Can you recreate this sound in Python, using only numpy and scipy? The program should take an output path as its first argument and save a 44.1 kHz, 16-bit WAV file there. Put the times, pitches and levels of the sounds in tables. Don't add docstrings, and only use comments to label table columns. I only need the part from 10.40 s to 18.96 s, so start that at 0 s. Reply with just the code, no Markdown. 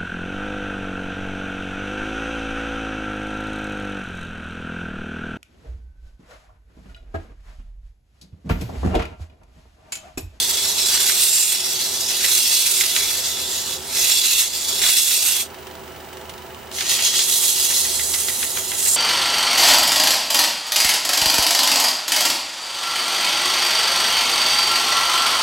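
import sys
import numpy as np
from scipy import signal
from scipy.fft import irfft
from scipy.io import wavfile
from scipy.ndimage import uniform_filter1d

SR = 44100
rng = np.random.default_rng(int(sys.argv[2]) if len(sys.argv) > 2 else 0)


def put_to_file(sound):
    columns = np.atleast_2d(sound).T
    safe = np.clip(columns, -1, 1)
    whole_steps = np.round(safe * 32767)
    wavfile.write(sys.argv[1], SR, whole_steps.astype(np.int16))


N = 377562
TIME = np.arange(N) / SR

SPINDLE_HZ, DRIVE_HZ, SUPPLY_HZ = 6.93, 23.95, 41.4
EDGE_HZ = 15850
FRAME_DB = -37
HUM_HZ, HUM_DB = 75.7, -52.5
SLACK_S, SLACK_LENGTH_S, SLACK_DB = 3.44, 0.14, -9.5
LIFT_S, LIFT_LENGTH_S, LIFT_DB = 4.954, 0.11, -22.5

# [pitch_hz, relative_level_db]
FRAME_COLOUR = [(22, -19), (48, -6.5), (100, 1.5), (150, 0.5), (300, -4), (900, -7.5), (1600, -3.5),
                (3000, -11.5), (8000, -16.5), (12500, -21), (15700, -9.5)]
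TICK_COLOUR = [(500, -13), (1500, 2.5), (3500, 2.5), (7000, -2), (11000, -5), (15000, -9.5)]
# [pitch_hz, relative_level_db]
FACE_COLOUR = [(60, -48), (300, -31.5), (1100, -16.5), (1800, -12), (3000, -9), (5000, -1.5), (8000, 0),
               (10000, -1.45), (13000, -2.5), (15600, -10)]
RIM_COLOUR = [(60, -42), (300, -22), (1100, -13), (1800, -14.5), (3000, -9.5), (5000, 1.8), (8000, 1.5),
              (10000, 2), (13000, -0.5), (15600, -6)]
# [pitch_hz, relative_level_db]
SNAP_COLOUR = [(80, -42), (400, -15), (1100, -12), (2050, 1.5), (2600, -2.5), (3400, 2.5), (5500, -5),
               (15000, -22)]
DRAG_COLOUR = [(400, -29), (1100, -17), (1650, -7), (2050, 1), (2400, -5), (3300, -6), (6000, -13),
               (15000, -26)]
# [pitch_hz, width_hz, lift_db]
FRAME_MODES = [(222, 4, 8), (242, 15, 8.5), (376.4, 77, 14.3), (415, 14, 6.4), (515.6, 49, 11.5),
               (662, 46, 10.9), (787, 110, 9.9), (879, 49, 10.5), (974, 63, 10.5), (1123, 19, 10.4),
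               (1320, 50, 9), (2960, 330, 8.1), (3870, 190, 4)]
FACE_MODES = [(2070, 150, 4.5), (2721, 420, 7.9), (3393, 220, 11.4), (3650, 150, 5.2), (4010, 230, 9.9),
              (4574, 230, 6.1), (5420, 165, 6.6), (6230, 200, 4), (6800, 71, 6.3), (7510, 140, 5.1),
              (11560, 250, 2.5)]
RIM_MODES = [(1970, 260, 8.3), (2780, 520, 8.3), (3296, 330, 10.2), (4000, 610, 6.9), (6440, 320, 4.7),
             (6880, 105, 8.3), (7800, 190, 2.7), (8750, 270, 2.8), (11260, 235, 4)]
# [pitch_hz, width_hz, lift_at_share_1_db]
DISC_MODES = [(3300, 1500, -3.5), (7600, 420, 6), (8870, 390, 5)]
# [pitch_hz, width_hz, lift_at_amount_1_db]
WALL_MODES = [(2690, 400, 8.5), (4000, 200, 1.5)]
# [middle_s, length_s, share_of_lift]
SINGS = [(0.965, 0.2, 1.2), (7.697, .35, 0.67), (8.552, 0.24, 1.85)]
# [sets_out_s, at_edge_s, turns_back_s, at_centre_s, extra_force_at_edge_db]
SWEEPS = [(0.376, .93, 1.05, 1.277, 7), (1.68, 2.01, 2.19, 2.85, 7.5), (3.413, 3.73, 3.99, 4.09, 7.5),
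          (4.355, 4.55, 4.64, 5.56, 8)]
# [time_s, force_db]
FIRMNESS = [(0, -21.5), (1.4, -24.5), (2.7, -24.5), (3.3, -27), (4.2, -23.5)]
# [place (0 centre, 1 edge), width, lift_db]
BITE_ZONE = (0.43, 0.8, 6)
SHARP_ZONE = (0.75, 0.46, 2.85)
# [time_s, force_db, low_band_lift_db, treble_lift_db]
RIM_HOLD = [(6.326, -33.5, 2, -5.5), (6.5, -20.5, 4.5, -6), (6.82, -17, -2, -6), (6.88, -21.5, -2.5, 2.5),
            (7.12, -19.5, -0.5, 1), (7.56, -24.5, -1.5, -0.5), (7.9, -29, 3, 4.5), (8.33, -30.5, 3.5, 2),
            (8.5, -20.5, -1, 1)]
# [start_s, strength_db], before the snap and drag levels
CATCHES = [(.548, -20), (.697, -5), (.828, -13), (1.122, -12), (1.844, -3.5), (2.41, -3.5), (2.435, -7),
           (2.564, -4), (3.717, -10), (4.417, -11), (4.437, -8.5), (4.491, -5), (4.708, -9), (4.859, -13.5),
           (6.385, -9.5), (6.408, -5), (6.591, -9.5), (6.79, -7)]
# [start_s, level_db]
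HARD_TICKS = [(5.269, -41), (5.73, -40), (5.894, -33), (6.314, -33)]
# [middle_s, length_s, change_db, pitch_sag_hz]
HUM_CHANGES = [(1.25, 0.69, -16, 0), (2.245, 0.37, -15, 0), (7.05, .6, -7, 0), (7.63, 0.39, 8, 4)]
# [pitch_hz, likeness (0 to 1)]
LIKENESS = [(60, 0.99), (150, 0.97), (380, 0.94), (950, 0.61), (2380, 0.63), (5980, 0.54), (15000, 0.12)]
# [pitch_hz, left_minus_right_db]
BALANCE = [(60, 0), (92, -4), (140, -1.5), (210, -5), (330, -1.5), (500, -4.0), (770, -1.5), (1170, -5),
           (1790, 0), (2740, -1.0), (4190, -1.5), (6410, 0.5), (9810, -7.5), (15000, -7)]
# [pitch_hz, lead_radians]
LEAD = [(300, -0.86), (3000, 0.33), (7000, -1), (10000, 0.8), (11500, 2.5), (15000, 2.8)]


def gain_of(db):
    return np.exp(np.asarray(db) * (np.log(10) / 20))


def evened(x):
    return x / np.sqrt(np.mean(x ** 2) + 1e-20)


def read(points, hz):
    f, value = np.transpose(points)
    return np.interp(np.log(hz + 1), np.log(f + 1), value)


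def bell(x, middle, width):
    return np.exp2(-(2 * (x - middle) / width) ** 2)


def wander(rate_hz):
    hz = np.fft.rfftfreq(2 ** 19, 1 / SR)
    real, imaginary = rng.standard_normal((2, 4096))
    spectrum = (real + 1j * imaginary) * np.exp(-(hz[:4096] / rate_hz) ** 2)
    return evened(irfft(spectrum, 2 ** 19)[:N])


def colour(broad, modes, hz):
    peaks = sum(db / (1 + (2 * (hz - f) / width) ** 2) for f, width, db in modes)
    return read(broad, hz) + peaks


def radiate(drive, broad, modes=(), band=(0, SR), tilt=None, size=1024):
    overlap = size * 3 // 4
    hz, t, (a, b) = signal.stft(drive, SR, nperseg=size, noverlap=overlap)
    body = gain_of(colour(broad, modes, hz))
    in_band = (hz >= band[0]) * (hz <= band[1])
    body /= np.sqrt(np.mean(body ** 2 * in_band))

    same = np.clip(read(LIKENESS, hz), 0, .99)[:, None]
    right = same * a + np.sqrt(1 - same ** 2) * b
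    right = right * np.exp(-1j * read(LEAD, hz))[:, None]

    side = gain_of(read(BALANCE, hz) / 2)[:, None]
    balance_size = np.sqrt((side ** 2 + side ** -2) / 2)
    pair = np.array([a * side, right / side]) * body[:, None] / balance_size
    if tilt:
        pair = pair * gain_of(tilt(hz, t))
    return signal.istft(pair, SR, nperseg=size, noverlap=overlap)[1][:, :N]


def grit(per_s, spread_db, share):
    sizes = np.minimum(rng.exponential(1, N), 2.8)
    clicks = (rng.random(N) < per_s / SR) * gain_of(spread_db * sizes)
    clicks = evened(clicks * rng.choice([-1, 1], (2, N)))
    hiss = rng.standard_normal((2, N))
    return np.sqrt(1 - share) * hiss + np.sqrt(share) * clicks


def bursts(events, decay_s):
    s, db = np.transpose(events)
    kicks = np.bincount(np.round(s * SR).astype(int), gain_of(db), N)
    return signal.lfilter([1], [1, -np.exp(-1 / (decay_s * SR))], kicks + 1e-12)


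def echoes(drive, t60_s=0.062):
    age = np.arange(SR // 5) / SR
    taps = rng.choice([-1., 1.], len(age)) * (rng.random(len(age)) < .05) * (age > .003)
    taps *= gain_of(-60 * age / t60_s)
    taps *= gain_of(-13) / np.linalg.norm(taps)
    taps[0] = 1
    return signal.oaconvolve(drive, taps[None] / np.linalg.norm(taps))[:, :N]


def frame(repeat_share=0.23):
    turn = rng.standard_normal((2, round(SR / SPINDLE_HZ)))
    repeating = turn[:, np.arange(N) % turn.shape[1]]
    fresh = rng.standard_normal((2, N))
    drive = np.sqrt(repeat_share) * repeating + np.sqrt(1 - repeat_share) * fresh
    return gain_of(FRAME_DB) * radiate(drive, FRAME_COLOUR, FRAME_MODES, size=4096)


def tone(hz, waver_hz):
    turns = np.cumsum(hz + waver_hz * wander(7.1)) / SR
    return np.sqrt(2) * np.sin(2 * np.pi * (turns + rng.random()))


def hum(beat_db=-58, sing_db=-52.5):
    changes = [np.outer(change, bell(TIME, s, length)) for s, length, *change in HUM_CHANGES]
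    change_db, sag_hz = sum(changes)
    motor = gain_of(HUM_DB + change_db) * tone(HUM_HZ - sag_hz, 0.49)
    spindle = gain_of(beat_db) * tone(83.2, 0.67)
    housing = gain_of(sing_db) * tone(372, 2.25)
    return (motor + spindle + housing) * gain_of([[-1.8], [1.5]])


def whine(level_db=-52, centre_hz=15130, width_hz=450, count=20):
    offsets = SUPPLY_HZ * np.arange(-count, count + 1)
    uneven = gain_of(3 * rng.standard_normal((2, len(offsets))))
    heights = np.exp(-(offsets / width_hz) ** 2 / 2) * uneven
    phases = np.exp(2j * np.pi * rng.random(heights.shape))
    lines = np.zeros((2, N // 2 + 1), complex)
    lines[:, np.round((centre_hz + offsets) * N / SR).astype(int)] = heights * phases
    return gain_of(level_db) * evened(irfft(lines, N))


def ticks(at_turn=.2, level_db=-38.5, spread_db=4):
    s = np.arange(at_turn, TIME[-1] * DRIVE_HZ) / DRIVE_HZ
    db = level_db + spread_db * rng.uniform(-1, 1, len(s))
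    force = bursts(np.transpose([s, db]), decay_s=.007) + bursts(HARD_TICKS, decay_s=.011)
    return radiate(force * grit(per_s=1500, spread_db=3, share=.3), TICK_COLOUR, FRAME_MODES)


def surface(count=22):
    t = TIME[::32]
    knots = np.arange(0, t[-1] + 1, .6)
    heights = rng.standard_normal((count, 2, len(knots)))
    ripple = np.zeros(len(t))
    for k, (a, b) in enumerate(heights, 3):
        wave = np.interp(t, knots, a + 1j * b) * np.exp(2j * np.pi * k * SPINDLE_HZ * t)
        ripple += wave.real / k ** 0.71
    return evened(np.interp(TIME, t, ripple))


def end_grain(t, at_turn, focus, opposite):
    angle = np.cos(2 * np.pi * (SPINDLE_HZ * t - at_turn))
    bump = np.exp(focus * (angle - 1)) + opposite * np.exp(-focus * (angle + 1))
    return bump - bump.mean()


def slips(per_s, decay_s):
    jerks = (rng.random(N) < per_s / SR) * rng.uniform(0.047, 1, N)
    fading = signal.lfilter([1], [1, -np.exp(-1 / (decay_s * SR))], jerks)
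    x = np.sqrt(fading + .05)
    return evened(x - x.mean())


def wobble(at_turn):
    return np.cos(2 * np.pi * (SPINDLE_HZ * TIME - at_turn))


def sanding(force_db, bite_db, sharp_db, wall, broad, modes, throb_db, rasp_db, ripple_db,
            patchy_db, slip_db, at_turn, opposite):
    passing = end_grain(TIME, at_turn, focus=3.0, opposite=opposite)
    singing = sum(share * bell(TIME, s, length) for s, length, share in SINGS)

    def tilt(hz, t):
        flat = [(0, 0)]
        lifts = [(read([(2400, 1), (3300, 0.024)], hz), bite_db + rasp_db * passing),
                 (read([(5500, 0.068), (9500, 0.99)], hz), sharp_db),
                 (colour(flat, DISC_MODES, hz), singing),
                 (colour(flat, WALL_MODES, hz), wall)]
        patches = rng.standard_normal((len(hz), len(t)))
        patches = uniform_filter1d(patches, size=7, axis=0)
        patches = evened(uniform_filter1d(patches, size=16, axis=1))
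        lift_db = sum(np.outer(shape, np.interp(t, TIME, amount)) for shape, amount in lifts)
        return lift_db + patchy_db * patches

    force_db = force_db + throb_db * passing + ripple_db * surface()
    force_db = force_db + slip_db * slips(per_s=60, decay_s=.011)
    drive = grit(per_s=2500, spread_db=2.0, share=0.16) * gain_of(force_db)
    return radiate(echoes(drive), broad, modes, band=(3000, 7000), tilt=tilt)


def face(centre_bite_db=-3, centre_sharp_db=-3.0, edge_sharp_db=2.5, wobble_db=0.6, tremor_db=0.82):
    paths = [np.interp(TIME, row[:4], [0, 1, 1, 0]) for row in SWEEPS]
    radius = sum(paths)

    force_db = np.interp(TIME, *np.transpose(FIRMNESS))
    force_db += sum(path * row[-1] for path, row in zip(paths, SWEEPS))
    force_db += SLACK_DB * bell(TIME, SLACK_S, SLACK_LENGTH_S)
    force_db += wobble_db * wobble(at_turn=1.0)
    force_db += LIFT_DB * np.clip((TIME - LIFT_S) / LIFT_LENGTH_S, 0, 2) ** 2

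    bite_db = centre_bite_db + BITE_ZONE[2] * bell(radius, *BITE_ZONE[:2])
    sharp_db = centre_sharp_db + edge_sharp_db * radius
    sharp_db += SHARP_ZONE[2] * bell(radius, *SHARP_ZONE[:2])
    sharp_db += tremor_db * wander(26)
    wall = radius ** 2 - .4
    return sanding(force_db, bite_db, sharp_db, wall, FACE_COLOUR, FACE_MODES,
                   throb_db=2, rasp_db=1.8, ripple_db=0.72, patchy_db=2.0, slip_db=0.99,
                   at_turn=0.75, opposite=.1)


def catches(events, snap_db, snap_s, drag_db, drag_s, knock_db):
    def snag(db, decay_s):
        scratches = grit(per_s=1600, spread_db=4.5, share=0.26)
        return echoes(gain_of(db) * bursts(events, decay_s) * scratches)

    snap = radiate(snag(snap_db, snap_s), SNAP_COLOUR, size=256)
    drag = radiate(snag(drag_db, drag_s), DRAG_COLOUR, [(2010, 200, knock_db)])
    return snap + drag


def rim(bounce_db=4, settle_s=0.86, touch_s=.004):
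    s, *columns = np.transpose(RIM_HOLD)
    force_db, bite_db, sharp_db = (np.interp(TIME, s, column) for column in columns)
    age = TIME - s[0]
    force_db += bounce_db * np.exp(-np.maximum(age, 0) / settle_s) * wobble(at_turn=0.18)
    force_db += 20 * np.log10(np.clip(1 + age / touch_s, 1e-5, 1))
    return sanding(force_db, bite_db, sharp_db, np.zeros(N), RIM_COLOUR, RIM_MODES,
                   throb_db=1.5, rasp_db=7, ripple_db=0.83, patchy_db=1.7, slip_db=1,
                   at_turn=0.73, opposite=0.17)


def rough_spot(first_s=7.25, at_turn=.638, light_db=-15, extra_db=7, worst_s=7.9, length_s=0.59):
    turns = np.arange(np.floor(first_s * SPINDLE_HZ), np.floor(TIME[-1] * SPINDLE_HZ))
    s = (turns + at_turn) / SPINDLE_HZ
    return np.transpose([s, light_db + extra_db * bell(s, worst_s, length_s)])


def scene():
    lathe = frame() + hum() + whine() + ticks()
    fibres = catches(CATCHES, snap_db=-10.5, snap_s=0.0046, drag_db=-16.5, drag_s=0.015, knock_db=-3)
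    spot = catches(rough_spot(), snap_db=-6.5, snap_s=.0038, drag_db=-19.5, drag_s=.02, knock_db=11)
    return lathe + face() + fibres + rim() + spot


def record(dry, threshold_db=-17, recovery_db_per_s=22, squeeze=0.82):
    power = signal.lfilter([1 / 2000], [1, 1 / 2000 - 1], (dry ** 2).mean(0))
    fall_db = TIME * recovery_db_per_s
    held_db = np.maximum.accumulate(10 * np.log10(power + 1e-12) + fall_db) - fall_db
    over_db = np.maximum(held_db - threshold_db, 0)
    ducked = dry / gain_of(squeeze * uniform_filter1d(over_db, size=800))
    rounded = ducked / (1 + (ducked / .85) ** 6) ** (1 / 6)
    low_pass = signal.firwin(701, EDGE_HZ, window=("kaiser", 9), fs=SR)
    return signal.oaconvolve(rounded, low_pass[None], "same")


dry = scene()
out = record(dry)
put_to_file(out)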